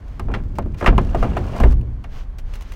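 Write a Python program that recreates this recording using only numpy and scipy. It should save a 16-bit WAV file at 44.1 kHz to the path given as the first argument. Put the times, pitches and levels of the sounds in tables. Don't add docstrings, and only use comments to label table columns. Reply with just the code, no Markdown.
import sys
import numpy as np
from scipy import signal
from scipy.io import wavfile

SR = 44100
rng = np.random.default_rng(int(sys.argv[2]) if len(sys.argv) > 2 else 0)


def wrap_up_sound(samples):
    columns = np.atleast_2d(samples).T
    tamed = np.clip(columns, -1, 1)
    steps = np.round(tamed * 32767).astype(np.int16)
    wavfile.write(sys.argv[1], SR, steps)


N = 121275
TIME = np.arange(N) / SR
RING_TIME = TIME[:SR // 2]


def from_db(db):
    return 10 ** (np.asarray(db) / 20)


def rms_one(x):
    return x / np.sqrt(np.mean(x ** 2) + 1e-20)


def at_hz(points, hz):
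    frequencies, values = np.transpose(points)
    return np.interp(np.log(hz), np.log(frequencies), values)


def level(curve):
    return from_db(np.interp(TIME, *np.transpose(curve)))


def cut(x, hz, kind, order=2):
    return signal.sosfilt(signal.butter(order, np.clip(hz, 10, .45 * SR), kind, fs=SR, output="sos"), x)


def dying(t, t60):
    return np.exp(-np.log(1000) * t / t60)


def ring(hz, t60, t=RING_TIME):
    return np.sin(2 * np.pi * hz * t) * dying(t, t60)


def ring_together(modes, t=RING_TIME):
    return sum(from_db(db) * ring(hz, t60, t) for hz, db, t60 in modes)


def add(out, start_s, sound):
    i = max(int(start_s * SR), 0)
    out[i:i + len(sound)] += sound[:max(N - i, 0)]


def bands(sources, spectrum):
    edges = 18 * 2 ** np.arange(0, 10.1, .5)
    centres = np.sqrt(edges[1:] * edges[:-1])
    gains = from_db(at_hz(spectrum, centres))
    gains /= np.sqrt(np.sum(gains ** 2 * np.diff(edges)) * 2 / SR)
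    return [(hz, gains[k] * cut(sources[k % 2], edges[k:k + 2], "band")) for k, hz in enumerate(centres)]


def noise(spectrum):
    return rms_one(sum(band for _, band in bands(rng.standard_normal((2, N)), spectrum)))


# (frequency [Hz], relative level [dB])
AIR_COLOUR = [(20, 3), (35, 6.5), (62, -3), (90, -9), (150, -25), (300, -30), (700, -34.5), (1600, -42),
              (3000, -54), (6000, -62.5), (10000, -70.5), (15000, -73)]

def outdoor_rumble(level_db=-29):
    return from_db(level_db) * noise(AIR_COLOUR)


# (time [s], length [s], level [dB])
CLOTH_RUBS = [(0, 0.3, -57.5), (0.761, 0.068, -44), (1.163, 0.077, -45), (2.069, 0.21, -46),
              (2.403, 0.3, -50.5), (2.61, 0.18, -49.5)]
# (frequency [Hz], relative level [dB])
CLOTH_COLOUR = [(300, 9.5), (1000, 8), (3000, 2.5), (4200, -3.5), (6000, -5), (8500, -19.5), (15000, -18)]

def rustle():
    swells = np.zeros(N)
    for start_s, length_s, db in CLOTH_RUBS:
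        add(swells, start_s, from_db(db) * np.hanning(int(length_s * SR)))
    return swells * noise(CLOTH_COLOUR)


def grip(spread_db=2.0, step_s=.02):
    moments = np.arange(0, N / SR + step_s, step_s)
    return np.interp(TIME, moments, from_db(spread_db * rng.standard_normal(len(moments))))


# (time [s], level [dB])
FRICTION = [(0, -51), (.25, -57.5), (.37, -36.5), (.46, -62), (.76, -69), (.83, -35), (.93, -38),
            (1.1, -41), (1.26, -32.5), (1.42, -37), (1.5, -37.5), (1.61, -28.5), (1.69, -38), (1.73, -39.5),
            (1.765, -64), (2.0, -80)]
# (frequency [Hz], relative level [dB])
SCRAPE_COLOUR = [(100, 1.5), (230, 3), (450, 4), (800, 1), (1500, -9), (2800, -17.5), (4000, -29),
                 (10000, -51)]

def scrape(slips_per_s=1600, spread_db=1.5):
    sizes = from_db(spread_db * np.minimum(rng.exponential(1, (2, N)), 4))
    signs = rng.choice([-1, 1], (2, N))
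    slips = sizes * signs * (rng.random((2, N)) < slips_per_s / SR)
    grinding = sum(band * grip() for _, band in bands(slips + 1e-18, SCRAPE_COLOUR))
    return level(FRICTION) * rms_one(grinding)


# (frequency [Hz], relative level [dB], t60 [s])
BOARD_MODES = [(227, 1, 0.26), (354.3, 0, 0.11), (397, -3.5, 0.078), (580, 1, 0.06), (682.3, 0.5, 0.08),
               (788, -7.5, 0.094), (889, -4, 0.042), (1051, -2.5, 0.065), (1204, -2.5, 0.051),
               (1357, -3, 0.053), (1670, -5, 0.042), (1968, -12, 0.049), (2415, -3, 0.04),
               (2790, -2, 0.054)]

def catches(per_s=110, spread_db=3.5, ring_time_share=.46, against_friction_db=-3.5):
    out = np.zeros(N)
    starts = np.flatnonzero(rng.random(N) < per_s / SR)
    sizes = from_db(spread_db * np.minimum(rng.exponential(1, len(starts)), 3))
    modes = np.array([from_db(db) * ring(hz, t60 * ring_time_share) for hz, db, t60 in BOARD_MODES])
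    for start, size in zip(starts, sizes):
        mix = rng.standard_normal(len(modes))
        add(out, start / SR, size * (mix @ modes))
    return from_db(against_friction_db) * level(FRICTION) * rms_one(cut(out, 1500, "low", order=1))


# (time [s], level [dB])
SHUDDER_LEVEL = [(0, -42.5), (.18, -38.5), (.26, -23), (.45, -26.5), (.6, -26.5), (.74, -25), (.8, -31),
                 (.9, -13), (1.1, -21), (1.3, -16.5), (1.53, -25.5), (1.72, -19.5), (1.84, -23.5),
                 (1.96, -33), (2.3, -47.5), (2.75, -38.5)]
# (frequency [Hz], relative level [dB])
SHUDDER_SPECTRUM = [(20, 0), (32, 3.5), (60, 1.5), (90, -2.5), (120, -6.5), (170, -11.5), (230, -13.5),
                    (400, -31), (800, -70), (3000, -80), (12000, -95)]

def box_shudder():
    return level(SHUDDER_LEVEL) * noise(SHUDDER_SPECTRUM)


# (time [s], level [dB], t60 [s])
DRY_TICKS = [(0.08, -52, 0.081), (0.437, -53, 0.05), (0.554, -47.5, 0.13), (1.724, -42, 0.047),
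             (1.813, -42.5, 0.011), (2.04, -46, .05), (2.385, -38, 0.066), (2.537, -39, .1),
             (2.555, -39, .04), (2.609, -40.5, 0.058), (2.622, -41.5, 0.053), (2.72, -37, 0.047),
             (2.737, -45, 0.06)]
# (frequency [Hz], relative level [dB])
TICK_SPECTRUM = [(300, 7), (1200, 4.5), (2800, 3.5), (4200, -5), (6000, -2.5), (9000, -14), (15000, -12)]

def ticks():
    bursts = np.zeros(N)
    for start_s, db, t60 in DRY_TICKS:
        add(bursts, start_s, from_db(db) * dying(RING_TIME, t60))
    return bursts * noise(TICK_SPECTRUM)


# (frequency [Hz], relative level [dB])
PALLET_COLOUR = [(100, 9), (250, 13), (700, 4.5), (1300, 0.5), (2000, 0), (2800, -5), (3700, -6.5),
                 (7000, -11.5), (15000, -36)]
# (frequency [Hz], t60 [s])
PALLET_DECAY = [(150, 0.16), (700, 0.068), (2500, 0.058), (10000, 0.065)]
# (frequency [Hz], t60 [s])
BOX_DECAY = [(150, 1), (700, 0.32), (2500, 0.14), (10000, .1)]
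# (time [s], level [dB], contact brightness [Hz], low cut [Hz],
# crack level [dB], crack t60 [s], block pitch [Hz], block level [dB])
BLOWS = [(.196, -31.5, 1740, 453, -38, 0.021, 1240, -22.5), (.284, -34, 880, 390, -72, .03, 900, -30),
         (.301, -32.5, 695, 300, -69, .03, 547, -34), (.316, -32, 1070, 170, -57, 0.037, 1090, -38),
         (.339, -26, 2730, 1010, -50.5, .04, 1460, -18), (.347, -28, 2480, 250, -53, 0.063, 2000, -39),
         (.5855, -21, 1120, 350, -36.5, 0.022, 980, -13), (.623, -43.5, 2520, 500, -62, .03, 1100, -42),
         (.659, -30, 590, 246, -60, .03, 550, -32), (.744, -45, 3040, 695, -52, .02, 2600, -44),
         (.810, -26, 1500, 500, -56, .02, 1360, -20), (.8255, -20.5, 1390, 298, -56, .02, 990, -20),
         (.843, -21.5, 1520, 402, -46, .04, 1210, -25), (.8615, -13, 2800, 870, -35, .035, 1860, -5),
         (.867, -23, 2600, 794, -39, 0.045, 970, -10), (.874, -14, 2330, 580, -38, 0.033, 1310, -8.5),
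         (.885, -17.5, 1680, 300, -48, .03, 410, -21), (.897, -29.5, 2190, 400, -61, .03, 700, -24),
         (.925, -25, 885, 200, -66, .03, 480, -20), (.980, -16, 1720, 249, -39, 0.029, 2870, -14),
         (.982, -26.5, 900, 300, -52, .02, 935, -6.5), (.987, -23.5, 1200, 200, -49, .025, 600, -19),
         (1.147, -19.5, 890, 430, -46.5, 0.058, 740, -9.5), (1.226, -19.5, 1280, 350, -46.5, .05, 700, -18),
         (1.231, -30.5, 1990, 402, -49, .04, 1130, -22), (1.243, -25, 1000, 353, -52, .03, 840, -25),
         (1.368, -22.5, 1370, 454, -43.5, .03, 700, -11), (1.376, -30, 1800, 400, -48, 0.043, 810, -28),
         (1.541, -37, 1000, 300, -58, .03, 600, -32), (1.562, -37, 2000, 400, -46, .04, 1000, -34),
         (1.601, -20.5, 1300, 297, -38.5, .06, 483, -18), (1.634, -21.5, 1490, 352, -44, .05, 473, -13.5),
         (1.638, -28, 1780, 404, -50, .03, 1840, -11), (1.642, -25.5, 1210, 298, -50, .03, 1060, -18),
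         (1.655, -24.5, 653, 200, -69, .03, 620, -17.5), (2.042, -39, 2000, 1010, -62, 0.033, 1140, -34)]

def knocks(dense_db=.5, tail_db=-23, boards_db=-10.5, strike_spread_db=3.5, block_t60_cycles=15):
    t, out = RING_TIME, np.zeros(N)
    modes = np.array([(-1) ** k * from_db(db) * ring(hz, t60)
                      for k, (hz, db, t60) in enumerate(BOARD_MODES)])
    for start_s, db, contact_hz, low_hz, crack_db, crack_t60, block_hz, block_db in BLOWS:
        dense = np.zeros(len(t))
        for hz, band in bands(rng.standard_normal((2, len(t))), PALLET_COLOUR):
            box_tail = from_db(tail_db) * dying(t, at_hz(BOX_DECAY, hz))
            dense += band * (dying(t, at_hz(PALLET_DECAY, hz)) + box_tail)
        boards = from_db(boards_db + strike_spread_db * rng.standard_normal(len(modes))) @ modes
        wood = cut(from_db(dense_db) * dense + boards, contact_hz, "low")
        wood = cut(wood, low_hz, "high")
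        wood /= np.sqrt(np.mean(wood[:SR // 125] ** 2))
        treble = cut(rng.standard_normal(len(t)), 2850, "high")
        crack = rms_one(cut(treble, 5500, "low", order=1)) * dying(t, crack_t60)
        block = cut(ring(block_hz, block_t60_cycles / block_hz), 2 * block_hz, "low")
        add(out, start_s, from_db(db) * wood + from_db(crack_db) * crack + from_db(block_db) * block)
    return out


# (time [s], level [dB])
DECK_FLEXES = [(.196, -33), (0.5856, -24.5), (0.658, -27.5), (.826, -24.5), (.878, -16), (.91, -20),
               (.981, -16), (1.147, -25), (1.228, -26), (1.368, -26.5), (1.603, -23), (1.645, -26)]
# (frequency [Hz], relative level [dB], t60 [s])
DECK_MODES = [(199.6, 0, 0.16), (229, -3.5, 0.19), (259.6, -2.5, 0.17), (356, -6, 0.082), (448, -11, 0.13)]

def deck():
    out = np.zeros(N)
    note = cut(ring_together(DECK_MODES), 590, "low")
    for start_s, db in DECK_FLEXES:
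        add(out, start_s, from_db(db) * note)
    return out


# (time [s], impulse level [dB], push length [s])
PUSHES = [(0.213, -15, 0.026), (0.259, -16, 0.021), (0.317, -22.5, 0.0052), (0.377, -28, 0.0072),
          (0.592, -26.5, 0.0061), (.655, -23.5, 0.008), (0.881, -9, 0.0093), (.906, -12.5, 0.007),
          (0.981, -18.5, 0.007), (1.147, -19, 0.0076), (1.2, -8, 0.018), (1.255, -30, 0.0063),
          (1.401, -17.5, 0.011), (1.608, -9, 0.0088), (1.64, -12.5, 0.0094), (1.679, -8.5, 0.0096),
          (2.434, -22, 0.014)]
# (frequency [Hz], relative level [dB], t60 [s])
PANEL_MODES = [(30.5, -5, 0.52), (42.5, 2.5, 0.31), (59.02, -2, 0.57), (87, -14, .25), (114.2, -5, 0.61),
               (155.4, -19, 0.69), (203.4, -3, 0.45)]

def box_boom():
    force = np.zeros(N)
    for start_s, db, length_s in PUSHES:
        push = np.hanning(int(length_s * SR))
        add(force, start_s, from_db(db) * push / push.sum())
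    return signal.fftconvolve(force, ring_together(PANEL_MODES, TIME[:SR]))[:N]


# (time [s], level [dB])
HISS_LEVEL = [(.76, -70), (.785, -52.5), (.87, -53), (.91, -76), (.98, -61), (1.04, -56), (1.12, -57.5),
              (1.22, -51.5), (1.3, -56), (1.61, -49.5), (1.67, -56), (1.73, -53.5), (1.765, -85)]
# (frequency [Hz], relative level [dB])
HISS_SPECTRUM = [(500, -7), (1500, 0), (2800, 2), (4000, -1.5), (7000, -2), (9000, -15.5), (15000, -15)]

def splinter_hiss(tears_per_s=130, tear_size=1.2, tear_t60_s=.014):
    tears = (rng.random(N) < tears_per_s / SR) * np.minimum(rng.exponential(1, N), 3)
    flares = signal.fftconvolve(tears, dying(RING_TIME, tear_t60_s))[:N]
    return level(HISS_LEVEL) * grip() * rms_one(1 + tear_size * flares) * noise(HISS_SPECTRUM)


# (frequency [Hz], level [dB], t60 [s])
WALL_MODES = [(59.57, -6.5, 0.92), (116.8, -14.5, 1), (155.6, -28, .7)]

def wall_hum(start_s=1.628, rise_s=.15):
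    t = np.maximum(TIME - start_s, 0)
    return (1 - dying(t, rise_s)) * ring_together(WALL_MODES, t)


def scene():
    pallet = scrape() + catches() + knocks() + deck() + splinter_hiss()
    box = box_shudder() + box_boom() + wall_hum()
    return (outdoor_rumble() + rustle() + ticks() + pallet + box)[None]


def record(dry, low_hz=12, top_hz=15900):
    clipped = np.clip(cut(dry, low_hz, "high", order=1), -1, 1)
    return signal.sosfilt(signal.ellip(10, .1, 90, top_hz, fs=SR, output="sos"), clipped)


dry = scene()
out = record(dry)
wrap_up_sound(out)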